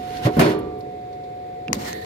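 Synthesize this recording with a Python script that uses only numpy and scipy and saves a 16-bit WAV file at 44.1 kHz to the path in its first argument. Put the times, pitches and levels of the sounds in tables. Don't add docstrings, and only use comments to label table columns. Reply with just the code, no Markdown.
import sys
import numpy as np
from scipy import signal
from scipy.fft import rfft, irfft
from scipy.io import wavfile

SR = 44100
rng = np.random.default_rng(int(sys.argv[2]) if len(sys.argv) > 2 else 0)


def file_out(sig):
    cols = np.atleast_2d(sig).T
    lim = np.clip(cols, -1, 1)
    pcm = np.round(lim * 32767).astype(np.int16)
    wavfile.write(sys.argv[1], SR, pcm)


N = 90404
T = np.arange(N) / SR
HZ = np.maximum(np.fft.rfftfreq(N, 1 / SR), 1)
SIDES = np.array([[.5], [-.5]])

# frequency in Hz, correlation (clipped to -1..1 in use).
EAR_CORRELATION = [(30, 2.35), (100, 1.1), (230, 1.16), (450, 0.17), (800, 0.45), (1200, -0.45),
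                   (2200, 0.06), (12000, 0)]
# frequency in Hz, left over right in dB.
EAR_BALANCE = [(150, 2.5), (400, -2.5), (1200, -3.5), (2300, -4), (3800, -5), (4800, -1), (5700, 7),
               (7200, -2), (8600, 6), (9500, 16), (11000, -0.5), (13000, -2.5), (15000, -3)]
# time in seconds, level in dB, left over right in dB.
WHISTLE_LEVEL = [(0, -31.5, -6), (.25, -30, -5), (.36, -30, -6), (.55, -35, -4), (.62, -39.5, -7),
                 (.74, -35, -3), (1.1, -34.5, -1), (1.7, -33.5, 2), (1.74, -40, 2), (1.8, -35.5, 2),
                 (1.9, -34.5, -2), (2.05, -35, 8.5)]
# time in seconds, lead of the left in radians.
WHISTLE_PHASE = [(0, 1.5), (.5, 1.43), (.8, 1.62), (1.7, 1.98), (1.85, 2.16), (1.93, 2.98), (2.05, 3.1)]

# time in seconds, level in dB.
RUMBLE_LEVEL = [(0, -37.5), (.1, -39.5), (.2, -34), (.5, -27.5), (.75, -39), (1.05, -47), (1.66, -49),
                (1.7, -31), (1.8, -33), (1.9, -37.5), (2.05, -41)]
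RUB_LEVEL = [(0, -48), (.1, -43.5), (.17, -40), (.21, -44), (.26, -27), (.3, -48.5), (.36, -41), (.42, -37),
             (.52, -36), (.6, -71)]
SCRAPE_LEVEL = [(1.738, -38.5), (1.755, -41), (1.775, -44.5), (1.84, -33), (1.885, -33.5), (1.93, -42),
                (1.95, -55), (2.05, -48)]
SING_LEVEL = [(1.855, -63), (1.878, -35), (1.925, -40.5), (1.965, -38), (1.995, -44), (2.03, -42.5),
              (2.05, -52)]
BAR_LEVEL = [(.44, -62), (.56, -42), (.68, -48), (.77, -55), (.84, -72)]
BUZZ_LEVEL = [(.3935, -20.5), (.42, -22.5), (.45, -29), (.475, -37), (.5, -61)]

# frequency in Hz, relative spectral density in dB.
BURNER_SPECTRUM = [(20, -62), (55, -23.5), (117, -10.5), (230, -22), (280, -17.5), (394, -9), (430, -7),
                   (560, -12), (659, -31.5), (800, -40), (1020, -31), (1370, -33.5), (1800, -32.5),
                   (2130, -28.5), (2990, -42), (3620, -36), (4600, -41), (5880, -49.5), (7200, -48.5),
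                   (9000, -55), (11000, -55.5), (13000, -50.5), (16000, -67)]
RUMBLE_SPECTRUM = [(25, -25), (70, -3), (130, -2), (220, -4), (400, -1.5), (600, -14), (850, -19)]
CLACK_SPECTRUM = [(200, 13.5), (700, -7.5), (1200, 1), (1550, -13), (2000, 2), (2600, -7.5), (3300, -13.5),
                  (4300, -2), (5700, -8), (6300, 0), (8500, -15), (11000, -14), (15000, -24)]
RUB_SPECTRUM = [(500, -13), (850, 2.5), (1160, -0.5), (1420, 6), (4090, -1), (7200, -11), (7850, -14),
                (13800, -13), (16000, -31)]
SCRAPE_SPECTRUM = [(500, -1), (850, 0), (961, 1), (1480, -1), (2010, 0), (3620, -7.5), (4200, -3.5),
                   (7290, -9), (11200, -19), (13300, -11), (16000, -22)]
SING_SPECTRUM = [(1400, -16), (1680, -1), (1860, 8), (2150, -8), (2800, -15.5), (4300, -5), (5300, -24),
                 (9000, -27.5), (13000, -17), (16000, -32)]
BUZZ_SPECTRUM = [(500, 17.5), (620, 6.5), (850, -6), (1100, -15), (1400, 6), (2000, -7), (2550, 9),
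                 (3200, -19), (3700, -2), (5200, -34)]
BODY_SPECTRUM = [(30, -29), (70, -9.5), (140, -2.5), (230, 1), (400, 0), (620, -1), (850, -11),
                 (1100, -10.5), (1500, -9), (2400, -16), (3500, -20.5), (5000, -24), (7500, -29),
                 (13000, -23.5), (16000, -32)]

# start in seconds, level in dB, pitch in Hz, T60 in seconds.
SOFT_BUMPS = [(0.2517, -6.5, 127, 0.057), (0.2599, -9, 128, 0.064), (0.268, -8.5, 335, 0.043),
              (.368, -10, 207, 0.053), (.385, -7.5, 170, 0.099), (0.4639, -4.5, 323, 0.037),
              (1.692, -17.5, 194, 0.043), (1.701, -24, 303, 0.034), (1.712, -17.5, 220, .05),
              (1.766, -21.5, 214, 0.16)]
# start in seconds, level in dB, T60 in seconds.
BRUSH_CLACKS = [(1.730, -8, 0.013), (1.7308, -16.5, 0.012), (1.74, -30, 0.047), (1.8928, -32.5, 0.022),
                (1.930, -25, .015)]
# start in seconds, level in dB.
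BAR_TICKS = [(1.682, -24.5)]
# frequency in Hz, relative level in dB, T60 in seconds.
TICK_MODES = [(1860, -12.5, .02), (2470, 1.5, 0.015), (2690, 0, 0.023), (4950, -15, 0.021)]
# start in seconds, level in dB, T60 in seconds, centre in Hz.
BRISTLE_FLICKS = [(.168, -37.5, 0.058, 4400), (.367, -40, 0.062, 12500), (.492, -37, 0.031, 12500),
                  (0.588, -43, 0.043, 11000), (0.786, -57.5, 0.1, 12300), (0.806, -42.5, 0.028, 4270),
                  (1.127, -51.5, 0.078, 4260), (1.235, -53.5, 0.11, 3930), (1.742, -33, .03, 12500),
                  (1.751, -34, .04, 4000)]
# delay in seconds, gain.
TREBLE_RIPPLE_TAPS = [
    [(.00094, .34), (.00231, -.28), (.0047, .22)],
    [(.00123, -.34), (.00278, .28), (.0053, .22)],
]
# start in seconds, level in dB, low-pass corner in Hz, rise in seconds.
BODY_BLOWS = [(0.2504, -20.5, 5000, 0.0079), (0.264, -19.5, 1220, 0.0033), (.366, -15.5, 696, 0.0047),
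              (.383, -25, 300, 0.0056), (0.3926, -12.5, 12000, .001), (0.4615, -25, 500, 0.0028)]
# frequency in Hz, T60 in seconds.
BODY_DECAY = [(60, 0.14), (150, 0.62), (350, 0.28), (1000, 0.53), (2500, 0.38), (5000, 0.47), (12000, 0.11)]
# frequency in Hz, relative level in dB, free T60 in seconds.
SHEET_MODES = [(158, -6, .3), (237.5, -1, .4), (311.5, -1, .8), (382.3, -2, .8), (415, -4, .8),
               (425.5, -9, 1.7), (484.5, -18, 1.6), (567.5, 1, .33), (603, -13, .6), (657, -13, .55),
               (883, -16, .7), (933, -9, .45), (974.5, -7, .48), (1048, -5, .3), (1126, -13, .33),
               (1480, -17, .38), (1615, -17, .39), (1798, -22, .5), (1913, -22, .6), (2277, -15, .33),
               (2406, -21, .57), (2783, -21, .36), (3095, -21, .55), (3397, -19, .42), (3747, -21, .35),
               (4242, -20, .42), (4360, -20, .4), (4850, -19, .33), (4904, -20, .36), (5399, -28, .4),
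               (6130, -27, .35)]


def from_db(db):
    return 10 ** (np.asarray(db) / 20)


def at_hz(points, hz):
    f, value = np.transpose(points)
    return np.interp(np.log(hz), np.log(f), value)


def level(curve):
    return from_db(np.interp(T, *np.transpose(curve)))


def pan(db):
    gains = from_db(SIDES * db)
    return gains / np.sqrt(np.mean(gains ** 2, axis=0))


def rms_one(x):
    return x / np.sqrt(np.mean(x ** 2) + 1e-20)


def wander(per_s):
    return np.interp(T * per_s, np.arange(2000), rng.standard_normal(2000))


def grains(per_s, share, spread_db=4):
    hits = rng.random(N) < per_s / SR
    sizes = from_db(spread_db * np.minimum(rng.exponential(1, N), 3))
    impacts = rms_one(hits * sizes * rng.standard_normal((2, N)))
    return share * impacts + np.sqrt(1 - share ** 2) * rng.standard_normal((2, N))


def coloured(spectrum, pan_db, source=None):
    mid, side = rfft(rng.standard_normal((2, N)) if source is None else source)
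    alike = np.clip(at_hz(EAR_CORRELATION, HZ), -1, 1)
    stereo = np.sqrt(1 + alike) * mid + np.sqrt(1 - alike) * side * [[1], [-1]]
    skirts = (1 + (.8 * spectrum[0][0] / HZ) ** 8) * (1 + (.8 * HZ / spectrum[-1][0]) ** 8)
    gain = from_db(at_hz(spectrum, HZ)) / np.sqrt(skirts)
    return rms_one(irfft(stereo * gain * pan(at_hz(EAR_BALANCE, HZ) + pan_db), N))


def strike(start, t60, rise):
    age = np.maximum(T - start, 0)
    return np.minimum(age / rise, 1) * from_db(-60 * np.minimum(age / t60, 4))


def ring(start, hz, t60, lead=0):
    return strike(start, t60, rise=0.24 / hz) * np.sin(2 * np.pi * hz * (T - start) + SIDES * lead)


def treble_ripple(x, above_hz=1600):
    treble = 1 / (1 + (above_hz / HZ) ** 2)
    comb = [1 + treble * sum(gain * np.exp(-2j * np.pi * HZ * delay) for delay, gain in side)
            for side in TREBLE_RIPPLE_TAPS]
    return irfft(rfft(x) * np.array(comb), N)


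def burner(whistle_hz=729.1, waver_hz=0.13):
    times, db, side_db = np.transpose(WHISTLE_LEVEL)
    phase = 2 * np.pi * np.cumsum(whistle_hz + waver_hz * wander(10.4)) / SR
    lead = SIDES * np.interp(T, *np.transpose(WHISTLE_PHASE))
    gain = from_db(np.interp(T, times, db)) * pan(np.interp(T, times, side_db))
    flame = from_db(-40) * coloured(BURNER_SPECTRUM, pan_db=-2)
    return flame + np.sqrt(2) * gain * np.sin(phase + lead)


def handling(low_cut_hz=72):
    bumps = sum(from_db(db) * ring(start, hz, t60) for start, db, hz, t60 in SOFT_BUMPS)
    bumps = signal.sosfilt(signal.butter(2, low_cut_hz, "high", fs=SR, output="sos"), bumps)
    return bumps * pan(-1.4) + level(RUMBLE_LEVEL) * coloured(RUMBLE_SPECTRUM, pan_db=-1.5)


def bar_note(hz=1174):
    sounding = (T > BAR_LEVEL[0][0]) * (T < BAR_LEVEL[-1][0])
    return np.sqrt(2) * level(BAR_LEVEL) * sounding * np.sin(2 * np.pi * hz * T + SIDES) * pan(-1.2)


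def contacts():
    clacks = sum(from_db(db) * strike(start, t60, rise=0.00017) for start, db, t60 in BRUSH_CLACKS)
    clacks = clacks * coloured(CLACK_SPECTRUM, pan_db=6)
    ticks = sum(from_db(db + mode_db) * ring(start, hz, t60, lead=1.3)
                for start, db in BAR_TICKS for hz, mode_db, t60 in TICK_MODES)
    grit = sum(from_db(db - 20) * strike(start, t60=0.023, rise=0.00039) for start, db in BAR_TICKS)
    grit = grit * coloured(CLACK_SPECTRUM, pan_db=6)
    return clacks + grit + ticks * pan(-7.5)


def bristles(slips_per_s=2600, slip_share=.55, catch_db=2, skirt_db=-23.5):
    rub = coloured(RUB_SPECTRUM, pan_db=0, source=grains(slips_per_s, slip_share))
    rub *= level(RUB_LEVEL) * (T < RUB_LEVEL[-1][0])
    scrape = coloured(SCRAPE_SPECTRUM, pan_db=2.5, source=grains(slips_per_s, slip_share))
    scrape *= level(SCRAPE_LEVEL) * (T > SCRAPE_LEVEL[0][0])
    scrape *= from_db(catch_db * wander(per_s=100))
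    sing = level(SING_LEVEL) * coloured(SING_SPECTRUM, pan_db=-7.5) * (T > SING_LEVEL[0][0])
    flicks = 0
    for start, db, t60, hz in BRISTLE_FLICKS:
        band = coloured([(hz / 2, skirt_db), (hz, 0), (hz * 2, skirt_db)], pan_db=-2)
        flicks += from_db(db) * strike(start, t60, rise=0.0022) * band
    return rub + scrape + sing + flicks


def grate_buzz(contacts_per_s=298.6, sharpness=1.5):
    cycles = np.cumsum(contacts_per_s * np.exp(.3 * wander(200))) / SR
    touches = np.exp(-sharpness * np.pi * (cycles % 1)) * rng.standard_normal((2, N))
    hardest_s = max(BODY_BLOWS, key=lambda row: row[1])[0]
    shaking = (T > hardest_s) * (T < BUZZ_LEVEL[-1][0])
    return level(BUZZ_LEVEL) * shaking * coloured(BUZZ_SPECTRUM, pan_db=3.5, source=touches)


def body_rattle(blows, crack_t60=0.077, crack_above_hz=7600):
    wash = rfft(coloured(BODY_SPECTRUM, pan_db=0.5, source=grains(per_s=1600, share=0.6)))
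    centres = np.geomspace(60, 15360, 9)
    out = 0
    for hz, weights in zip(centres, np.eye(len(centres))):
        band = irfft(wash * np.interp(np.log(HZ), np.log(centres), weights), N)
        crack_gain = 1.34 / np.hypot(1, crack_above_hz / hz)
        for start, gain, corner_hz, rise, time_scale in blows:
            tail = strike(start, time_scale * at_hz(BODY_DECAY, hz), rise)
            crack = crack_gain * strike(start, time_scale * crack_t60, rise)
            out += band * gain / np.hypot(1, hz / corner_hz) * (tail + crack)
    return out


def body_modes(blows, build_s=0.052):
    out = 0
    for hz, db, t60 in SHEET_MODES:
        energy = 0
        for start, gain, corner_hz, _, time_scale in blows:
            swell = strike(start, time_scale * t60, time_scale * build_s)
            energy += (gain / np.hypot(1, hz / corner_hz) * swell) ** 2
        lead = SIDES * np.arccos(np.clip(at_hz(EAR_CORRELATION, hz), -1, 1))
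        tone = np.sin(2 * np.pi * (hz * T + rng.random()) + lead)
        out += from_db(db - 1) * np.sqrt(energy) * tone * pan(at_hz(EAR_BALANCE, hz))
    return out


def grill_body(damped_until_s=.38, damped_time_scale=.36):
    blows = [(start, from_db(db), corner_hz, rise, damped_time_scale if start < damped_until_s else 1)
             for start, db, corner_hz, rise in BODY_BLOWS]
    return body_rattle(blows) + body_modes(blows)


def scene():
    plain = burner() + handling() + bar_note() + contacts()
    return plain + treble_ripple(grill_body() + grate_buzz() + bristles())


def record(dry, ceiling=1.2, stopband_hz=16600):
    low_pass = signal.cheby2(12, 50, stopband_hz, fs=SR, output="sos")
    return signal.sosfiltfilt(low_pass, ceiling * np.tanh(dry / ceiling))


dry = scene()
out = record(dry)
file_out(out)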